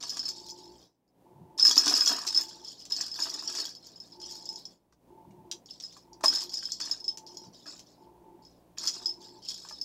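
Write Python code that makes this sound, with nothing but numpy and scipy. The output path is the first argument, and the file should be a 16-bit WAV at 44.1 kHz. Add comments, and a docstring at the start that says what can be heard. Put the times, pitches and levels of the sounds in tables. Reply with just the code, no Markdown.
"""A clack and a jingle open the scene: two plastic balls with bells inside roll round a cat toy's ring track.
A hand and a paw push them, on a bed: pellets strike the bells and scuff the shells (decaying modes and noise
bursts), the balls clack together, knock and patter on the hollow track; the blanket gives soft thumps of noise.
Behind them, in the small room, some appliance whirs about once a second (resonant noise) over a low hum (sines)."""
import sys
import numpy as np
from scipy import signal
from scipy.fft import rfft, irfft, next_fast_len
from scipy.io import wavfile
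from scipy.ndimage import uniform_filter1d, map_coordinates

SR = 44100
rng = np.random.default_rng(int(sys.argv[2]) if len(sys.argv) > 2 else 0)


def int16_out(signal):
    """Quantize to a 16-bit WAV file."""
    q = np.round(np.clip(np.atleast_2d(signal).T, -1, 1) * 32767)
    wavfile.write(sys.argv[1], SR, q.astype(np.int16))


N = 433944


def amp(db):
    """Decibels to gain."""
    return 10 ** (np.asarray(db) / 20)


def unit(x):
    """x at rms 1."""
    return x / np.sqrt(np.mean(x ** 2) + 1e-20)


def along(points, hz):
    """(Hz, value) points read on a log frequency axis."""
    f, v = np.transpose(points)
    return np.interp(np.log(hz + 1), np.log(f + 1), v)


def clock():
    """Time of every sample in seconds."""
    return np.arange(N) / SR


def wobble(rate_hz):
    """Smooth random curve, rate_hz knots a second."""
    knots = rng.standard_normal(int(N * rate_hz / SR) + 4)
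    return map_coordinates(knots, [clock() * rate_hz])


def filtered(x, response):
    """x times a response of frequency."""
    m = next_fast_len(N + SR // 2)
    hz = np.fft.rfftfreq(m, 1 / SR)
    return irfft(rfft(x, m) * response(hz), m)[:N]


def noise(spectrum):
    """Noise of rms 1 with the given colour."""
    return unit(filtered(rng.standard_normal(N), lambda hz: amp(along(spectrum, hz))))


def pulses(times_s, sizes):
    """One impulse for each contact."""
    return np.bincount(np.clip(times_s * SR, 0, N - 1).astype(int), sizes, N)


def ring(times_s, sizes, modes, scatter_db, detune, contact_s, colour_db=0):
    """Contacts ring the modes; each lands on another spot, which shares out its force and bends the pitches anew."""
    t = np.arange(SR // 18, dtype=np.float32) / SR
    hz, db, t60 = np.transpose(modes)
    draws = rng.standard_normal((len(times_s), 3, len(modes)))
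    force, bend, turn = draws.transpose(1, 0, 2)
    shares = amp(db + colour_db + scatter_db * force)
    shares = np.float32(shares / np.linalg.norm(shares, axis=1, keepdims=True))
    speed = np.float32(2 * np.pi * hz * (1 + detune * bend))
    phase = np.float32(2 * np.pi * turn)
    decay = np.float32(amp(-60 * t / t60[:, None]))
    waves = 0
    for k in range(len(modes)):
        waves = waves + shares[:, [k]] * np.sin(speed[:, [k]] * t + phase[:, [k]]) * decay[k]
    swell = 1 - np.exp(-(t / contact_s) ** 2)  # the ring builds up while the contact lasts
    where = (times_s * SR).astype(int)[:, None] + np.arange(len(t))
    return np.bincount(where.ravel(), (sizes[:, None] * swell * waves).ravel(), N)[:N]


# Dry click of a contact. Each row: frequency in Hz, relative spectral level in dB.
CLICK_SPECTRUM = [(100, -58.5), (900, -28), (2600, -13), (3800, -6.5), (4900, -2.5), (6800, -2.5),
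                  (8500, -10), (11000, -19.5), (14000, -19.5), (16000, -30)]


def clicks(times_s, sizes, t60_s, colour=CLICK_SPECTRUM, treble_scatter_db=4):
    """Short burst of noise at each contact; how much top it has varies as the balls turn."""
    t = np.arange(SR // 8) / SR
    decay = amp(-60 * t / t60_s) * (1 - np.exp(-t / .0006))
    envelope = signal.oaconvolve(pulses(times_s, sizes), decay)[:N]
    bursts = rng.standard_normal(N) * envelope

    def top_share(hz):
        return np.clip((hz - 9500) / 3000, 0, 1)

    low = filtered(bursts, lambda hz: amp(along(colour, hz)) * (1 - top_share(hz)))
    high = filtered(bursts, lambda hz: amp(along(colour, hz)) * top_share(hz))
    return low + amp(treble_scatter_db * wobble(25)) * high


def chatter(rate_hz, spread_db):
    """Times and sizes of small contacts: one at a random moment in each slot, at a random level."""
    slots = np.arange(int(rate_hz * N / SR))
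    draws = rng.random((len(slots), 2))
    return (slots + draws[:, 0]) / rate_hz, amp(-spread_db * draws[:, 1])


def turning(times_s, modes):
    """As a ball turns, successive contacts favour other modes: a slow random weight for each."""
    weights = rng.standard_normal((len(times_s), len(modes)))
    return unit(uniform_filter1d(weights, size=7, axis=0))


# Appliance resonances. Each row: frequency in Hz, half-width at half amplitude in Hz, relative level in dB.
WHIR_RESONANCES = [(353.7, 17.5, 0.5), (706, 13, -12.5), (878.4, 11, 0), (947, 57, -15)]
# Its rush of air. Each row: frequency in Hz, relative spectral level in dB.
AIR_SPECTRUM = [(60, -23), (150, -2), (280, 2.5), (450, -2), (620, -2.5), (1000, -7), (1300, -23),
                (2500, -29.5), (6000, -41), (15000, -45.5)]


def appliance(flutter_hz=46, period_s=.961, first_s=.53):
    """Each slow stroke draws air and sets a fluttering whir going for about half the cycle."""
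    t = clock()
    stroke = np.cos(2 * np.pi * (t - first_s) / period_s)
    running = np.clip(.5 + 3.0 * stroke, 0, 1)

    def body(f):
        return sum(amp(db) / (1 + ((f - hz) / width) ** 2) for hz, width, db in WHIR_RESONANCES)

    whir = unit(filtered(rng.standard_normal(N), body))
    flutter = 1 + 0.39 * np.sin(2 * np.pi * flutter_hz * t + 2 * wobble(9))
    air = amp(-63.0 + 0.84 * stroke + wobble(2.3)) * noise(AIR_SPECTRUM)
    return amp(-57.5) * running * flutter * whir + air


# Still room air. Each row: frequency in Hz, relative spectral level in dB.
STILL_SPECTRUM = [(20, -29.5), (40, -18), (60, -14), (90, -10.5), (170, -9), (300, 5.5), (600, -15),
                  (1200, -17.5), (3000, -21), (8000, -24), (15500, -23)]
# Hum partials. Each row: frequency in Hz, rms level in dB about which it wavers.
HUM_PARTIALS = [(59.5, -83), (119.5, -73.5), (177, -71.5)]


def background():
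    """Appliance, wavering hum sines and room air with an uneven rumble; their level dips briefly twice."""
    t = clock()
    hum = np.zeros(N)
    for hz, db in HUM_PARTIALS:
        level = amp(db + wobble(4)) * np.sqrt(2)
        hum += level * np.sin(2 * np.pi * hz * t + .5 * wobble(1.6))
    rumble_spectrum = [(20, -12.5), (45, -8), (60, 5), (85, -13), (160, -15.5), (1000, -72.5)]
    rumble = amp(-75.5 + 3.5 * wobble(3.9)) * noise(rumble_spectrum)
    still = amp(-69) * noise(STILL_SPECTRUM)
    dip_times_s = [.84, .94, 1.12, 1.22, 4.72, 4.79, 4.98, 5.08]
    dips_db = np.interp(t, dip_times_s, [0.0, -16.5, -11.5, -2.0, 0, -10.5, -8.5, -0.5])
    return amp(dips_db) * (appliance() + hum + rumble + still)


# Room decay. Each row: frequency in Hz, t60 in seconds.
ROOM_DECAY = [(200, 0.17), (1000, 0.11), (5000, 0.14), (14000, 0.14)]


def room(x):
    """The walls' answer: a noise tail, each frequency dying at its own speed."""
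    hz, t, z = signal.stft(rng.standard_normal(SR // 2), SR, nperseg=256)
    decay = amp(-60 * t / along(ROOM_DECAY, hz)[:, None])
    tail = signal.istft(z * decay, SR, nperseg=256)[1]
    tail = np.pad(tail / np.linalg.norm(tail), (SR // 250, 0))  # first echo after 4 ms
    return signal.oaconvolve(x, tail)[:N]


# Soft pushes into the bedding. Each row: centre in seconds, level in dB, Gaussian sigma in seconds, pitch in Hz.
THUMPS = [(1.415, -53, 0.045, 151), (5.298, -55, 0.03, 174), (5.407, -55, 0.038, 175),
          (7.484, -54, 0.023, 193), (9.406, -64, .03, 183)]


def bedding(focus_db=24):
    """Dull thumps as hand and paws press on the bed: swells of noise peaked at the pitch."""
    thumps = np.zeros(N)
    for centre_s, db, sigma_s, pitch in THUMPS:
        colour = [(pitch / 4, -2 * focus_db), (pitch / 2, -focus_db / 2), (pitch, 0),
                  (2 * pitch, -focus_db), (16 * pitch, -4 * focus_db)]
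        swell = np.exp(-.5 * ((clock() - centre_s) / sigma_s) ** 2)
        thumps += amp(db) * swell * noise(colour)
    return thumps


# Runs of a ball, push to stop. Each row: start in seconds, length in seconds, jingle in dB before trim,
# track rumble in dB before trim, slowing in dB per second (negative: it gains).
RUNS = [(0.0, 0.29, -37, -57, 5.5), (0.338, 0.27, -41.5, -72, 22), (0.628, 0.2, -55.5, -75, 14),
        (1.575, 0.12, -29.5, -50, -58), (1.756, 0.33, -26, -41.5, 5.5), (2.099, 0.13, -37.5, -46.5, 54),
        (2.26, 0.15, -29, -48, 5), (2.43, 0.62, -48, -67, 21), (2.636, 0.078, -39.5, -69, 1),
        (2.897, 0.26, -36, -56.5, 19), (3.128, 0.22, -33.5, -50, 17), (3.374, 0.31, -36.5, -52, 4),
        (3.68, 0.2, -53, -76, 30), (3.82, 0.35, -59, -77, -2), (4.193, 0.3, -41, -66, 17),
        (4.477, 0.24, -46, -75, 52), (5.68, 0.052, -45.5, -84, 20), (5.815, 0.16, -40.5, -64, 88),
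        (6.232, 0.19, -25, -44.5, 52), (6.514, 0.14, -37, -62, 11), (6.693, 0.025, -35.5, -80, 20),
        (6.797, 0.132, -36, -51, 5), (7.034, 0.059, -45.5, -80, 12), (7.263, 0.18, -50.5, -72, 12),
        (7.526, .07, -50.5, -77, 0), (7.655, 0.12, -44, -60, 42), (7.857, 0.18, -63, -84.5, 34),
        (8.418, 0.21, -61.5, -92, 70), (8.769, 0.19, -37.5, -54, 0), (8.934, 0.21, -46, -66, 19),
        (9.194, 0.21, -51.5, -71.5, 21), (9.418, 0.13, -44, -70.5, -27), (9.612, 0.34, -45.5, -67, 35)]
RUN_ATTACK_S, RUN_RELEASE_DB_PER_S = 0.011, 255.5  # getting under way; the pellets settling
LURCH_DB, LURCH_RATE_HZ = 3.5, 22  # a ball rolls unevenly


def rolling():
    """Strengths of jingle and track rumble: a pushed ball gets going, changes level steadily, then stops."""
    t = clock()
    jingle, rumble = np.zeros((2, N))
    for start, length, jingle_db, track_db, slowing in RUNS:
        span = (t > start) & (t < start + length + .5)
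        age = t[span] - start
        slowing_db = slowing * np.minimum(age, length)
        release_db = RUN_RELEASE_DB_PER_S * np.maximum(age - length, 0)
        speed = np.minimum(age / RUN_ATTACK_S, 1) * amp(-slowing_db - release_db)
        jingle[span] += amp(jingle_db) * speed
        rumble[span] += amp(track_db) * speed
    lurch = amp(LURCH_DB * wobble(LURCH_RATE_HZ))
    return jingle * lurch, rumble * lurch


# Knocks of balls and paw on the plastic. Each row: time in seconds, level in dB before trim,
# pitch favoured by the spot in Hz.
KNOCKS = [(0.035, -29.5, 974), (0.168, -29, 1230), (1.651, -20.5, 1850), (1.709, -23.5, 1200),
          (1.834, -24.5, 1540), (1.921, -20.5, 1100), (1.98, -27.5, 1100), (2.019, -25.5, 1490),
          (2.111, -28.5, 1390), (2.183, -25, 1160), (2.226, -30, 1120), (2.249, -26.5, 1020),
          (3.005, -28.5, 1870), (3.189, -25.5, 1400), (3.267, -30.5, 1100), (3.423, -32.5, 930),
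          (3.594, -37, 800), (3.652, -37, 860), (4.924, -52, 1260), (5.308, -49.5, 3110), (5.966, -37, 940),
          (6.208, -35.5, 850), (6.237, -10.5, 706), (6.243, -11.5, 1030), (6.341, -38.5, 1470),
          (6.373, -35, 1550), (6.626, -34.5, 1710), (6.686, -40, 1690), (6.802, -30, 1520),
          (7.658, -41.5, 1600), (8.774, -34, 2170), (8.838, -32, 1160), (9.018, -38, 850),
          (9.649, -36, 1140), (9.709, -34.5, 1060)]
# Hollow plastic track modes. Each row: nominal frequency in Hz, relative level in dB, t60 in seconds.
TRACK_MODES = [(300, -3, 0.059), (395, -8.5, 0.036), (505, -6.5, 0.012), (689.4, -4, 0.038),
               (895, -1.5, 0.015), (994, -2, 0.031), (1160, -3, 0.037), (1303, -3.5, 0.025),
               (1609, -0.5, 0.027), (1800, -1.5, 0.023), (2000, -20, 0.018), (2510, 5.5, 0.012),
               (2897, -11.5, 0.06)]


def track(roll, focus_db=12, contact_s=.0013):
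    """Balls and paw knock on the hollow track, ringing modes near each spot's pitch; ball seams patter along it."""
    s, db, pitch = np.transpose(KNOCKS)
    octaves_off = np.abs(np.log2(np.array(TRACK_MODES)[:, 0] / pitch[:, None]))
    spot_db = -focus_db * np.minimum(octaves_off, 1.4)
    knocks = ring(s, amp(db), TRACK_MODES, scatter_db=-0.5, detune=0.045, contact_s=contact_s, colour_db=spot_db)
    knocks = amp(-3) * knocks + amp(-8.5) * clicks(s, amp(db), t60_s=0.074)
    s, size = chatter(rate_hz=135, spread_db=11.5)
    patter = ring(s, size, TRACK_MODES, scatter_db=5.5, detune=0.057, contact_s=contact_s)
    return knocks + amp(-3.0) * roll * unit(patter)


# Ball on ball. Each row: time in seconds, level in dB before trim.
CLACKS = [(0.027, -23), (0.17, -23), (1.859, -13), (2.276, -17.5), (2.853, -31), (3.551, -21.5),
          (4.925, -55), (5.514, -20), (5.8, -30.5), (5.924, -39), (6.802, -25), (7.173, -28),
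          (7.793, -33.5), (8.885, -18.5), (9.688, -30.5)]
REBOUND_S, REBOUND_LOSS_DB = .008, 6  # they touch once more, more lightly
# Dry crack of ball on ball. Each row: frequency in Hz, relative spectral level in dB.
CRACK_SPECTRUM = [(300, -25), (1600, -19), (3200, -9.5), (4300, -6), (5800, 4), (7000, -6.5), (9500, -20.5),
                  (16000, -32.5)]
# Thin ball shell modes, also scuffed from inside. Each row: nominal frequency in Hz, relative level in dB,
# t60 in seconds.
SHELL_MODES = [(3267, -15.5, 0.015), (3860, -6.5, 0.014), (4628, 0, 0.019), (5470, 2.5, 0.016),
               (7180, -6.5, 0.013)]


def clacks():
    """Ball meets ball and rebounds: a dry crack and a brief ring of the shells."""
    s, db = np.transpose(CLACKS)
    s = np.append(s, s + REBOUND_S)
    size = amp(np.append(db, db - REBOUND_LOSS_DB))
    shells = ring(s, size, SHELL_MODES, scatter_db=11.5, detune=0.031, contact_s=0.00018)
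    crack = clicks(s, size, t60_s=.03, colour=CRACK_SPECTRUM)
    return amp(-6) * shells + amp(-0.5) * crack


PELLET_GAP_S, PELLET_LOSS_DB = .007, 7.5  # mean gap, loss a bounce


def bouncing(s, db, count=3):
    """A pellet bounces about inside its bell: each strike and its ever lighter bounces, count contacts in all."""
    gaps = PELLET_GAP_S * (.5 + rng.random((len(s), count)))
    times = s[:, None] + np.cumsum(gaps, axis=1) - gaps[:, :1]
    sizes = amp(db[:, None] - PELLET_LOSS_DB * np.arange(count))
    return times.ravel(), sizes.ravel()


# Clearest pellet strikes on the bells. Each row: time in seconds, level in dB before trim,
# side modes' boost against the main note in dB.
STRIKES = [(0.094, -18, 2), (0.193, -19, -2.5), (0.254, -21.5, -8), (0.288, -20, 6), (0.5, -26, 7),
           (1.078, -64.5, 4), (1.595, -14, -3), (1.608, -13.5, -8.5), (1.626, -5.5, -14), (1.65, -4.5, -3),
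           (1.668, -4, -8), (1.711, -8.5, 10), (1.757, -11, 10), (1.778, -3, -0.5), (1.89, -11, -7.5),
           (1.939, -9, -6), (1.965, -10, 13), (2.008, -11, -3.5), (2.06, -10.5, 13), (2.075, -7, -1),
           (2.267, -17.5, 2.5), (2.346, -15.5, 1.5), (2.362, -17.5, -12.5), (2.374, -8, -20.5),
           (2.678, -28, 2), (2.802, -34.5, 11), (2.921, -14.5, -8), (2.964, -20, 6), (3.01, -17.5, 4),
           (3.115, -25, -15), (3.141, -25.5, 6), (3.201, -19, 8), (3.246, -26, -20), (3.222, -16.5, -2),
           (3.3, -23.5, 12), (3.394, -25, -3), (3.475, -17, 6), (3.573, -20, 14), (3.653, -18.5, 9),
           (3.75, -30, 3), (3.868, -32.5, 35), (3.959, -38, -6), (4.001, -32, -1), (4.121, -37, -18),
           (4.228, -27.5, -12), (4.455, -28.5, 3), (4.49, -22.5, -6), (4.558, -28, 1), (4.653, -28.5, 4),
           (5.659, -37, 4), (5.708, -30.5, -7), (5.837, -27.5, -18), (6.131, -38, 7), (6.241, -15.5, -4.5),
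           (6.258, -10.5, -16), (6.281, -7.5, -14), (6.358, -13, -2), (6.494, -24, 5), (6.54, -19, 5),
           (6.571, -20.5, -12), (6.631, -23.5, -2), (6.654, -21, -3), (6.719, -18, 6.5), (6.812, -18, 2),
           (6.912, -14.5, 1), (7.002, -30, -8), (7.042, -26, -10), (7.08, -17.5, -9), (7.265, -33, 10),
           (7.37, -27.5, 2), (7.675, -32.5, 1), (7.87, -46, 4), (8.45, -43.5, -4), (8.783, -20, 13),
           (8.873, -9.5, 5), (9.058, -15, -2), (9.091, -18, -26), (9.486, -19.5, -5), (9.725, -34.5, -4),
           (9.813, -20, -5)]
# Bell modes. Each row: nominal frequency in Hz, relative level in dB, t60 in seconds.
BELL_MODES = [(3340, -21.5, 0.027), (4259, -23.5, 0.034), (4554, -18.5, 0.043), (4720, -2, 0.013),
              (5079, -6, 0.032), (5194, -0.5, 0.057), (5216, -8, .025), (5602, -9, 0.024),
              (5900, -19, 0.052), (6460, -24, .03), (6750, -9, 0.022), (7514, -21, 0.031),
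              (12150, -38, .035), (12600, -35.5, .03), (13450, -33, .02), (14500, -36, .025)]


def bells(jingle, note_hz=5200, note_width_hz=250, turning_db=4, shell_turning_db=7, firm_db=-41,
          soft_contact_s=.0016):
    """Hard pellet strikes stand out of constant tumbling; in a slow ball the pellets mostly scuff the shell."""
    s, db, side_db = np.transpose(STRIKES)
    side_modes = np.abs(np.array(BELL_MODES)[:, 0] - note_hz) > note_width_hz
    s, size = bouncing(s, db)
    side_boost_db = np.repeat(side_db, len(s) // len(db))[:, None] * side_modes
    hard = ring(s, size, BELL_MODES, scatter_db=7.0, detune=.006, contact_s=0.00082, colour_db=side_boost_db)
    hard = amp(-1.32) * hard + amp(-13.0) * clicks(s, size, t60_s=.02)

    s, size = chatter(rate_hz=190, spread_db=25)
    tumble = ring(s, size, BELL_MODES, scatter_db=6, detune=0.0077, contact_s=soft_contact_s,
                  colour_db=turning_db * turning(s, BELL_MODES))
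    tumble = unit(tumble) + amp(-9.5) * unit(clicks(s, size, t60_s=0.016))

    s, size = chatter(rate_hz=260, spread_db=7)
    scuff = unit(ring(s, size, SHELL_MODES, scatter_db=7.0, detune=.06, contact_s=soft_contact_s,
                      colour_db=shell_turning_db * turning(s, SHELL_MODES)))
    scuff_share = np.clip(0.063 + 0.6 / (1 + jingle / amp(firm_db)), 0, 1)
    rolling_bells = np.sqrt(1 - scuff_share) * tumble + np.sqrt(scuff_share) * scuff
    return hard + amp(-5.0) * jingle * rolling_bells


def scene(bass_hz=190):
    """The toy in the room; the echo pattern shifts as the balls travel round."""
    jingle, roll = rolling()
    toy = bells(jingle) + clacks() + track(roll)
    # so small a body radiates little bass
    toy = signal.sosfilt(signal.butter(2, bass_hz, "high", fs=SR, output="sos"), toy)
    angle = 2 * wobble(3)
    echo = np.cos(angle) * room(toy) + np.sin(angle) * room(toy)
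    return (toy + amp(-6.0) * echo + bedding() + background())[None]


def record(dry, top_hz=15780):
    """Nothing passes at or above the band limit."""
    return filtered(dry[0], lambda hz: hz < top_hz)[None]


dry = scene()
out = record(dry)
int16_out(out)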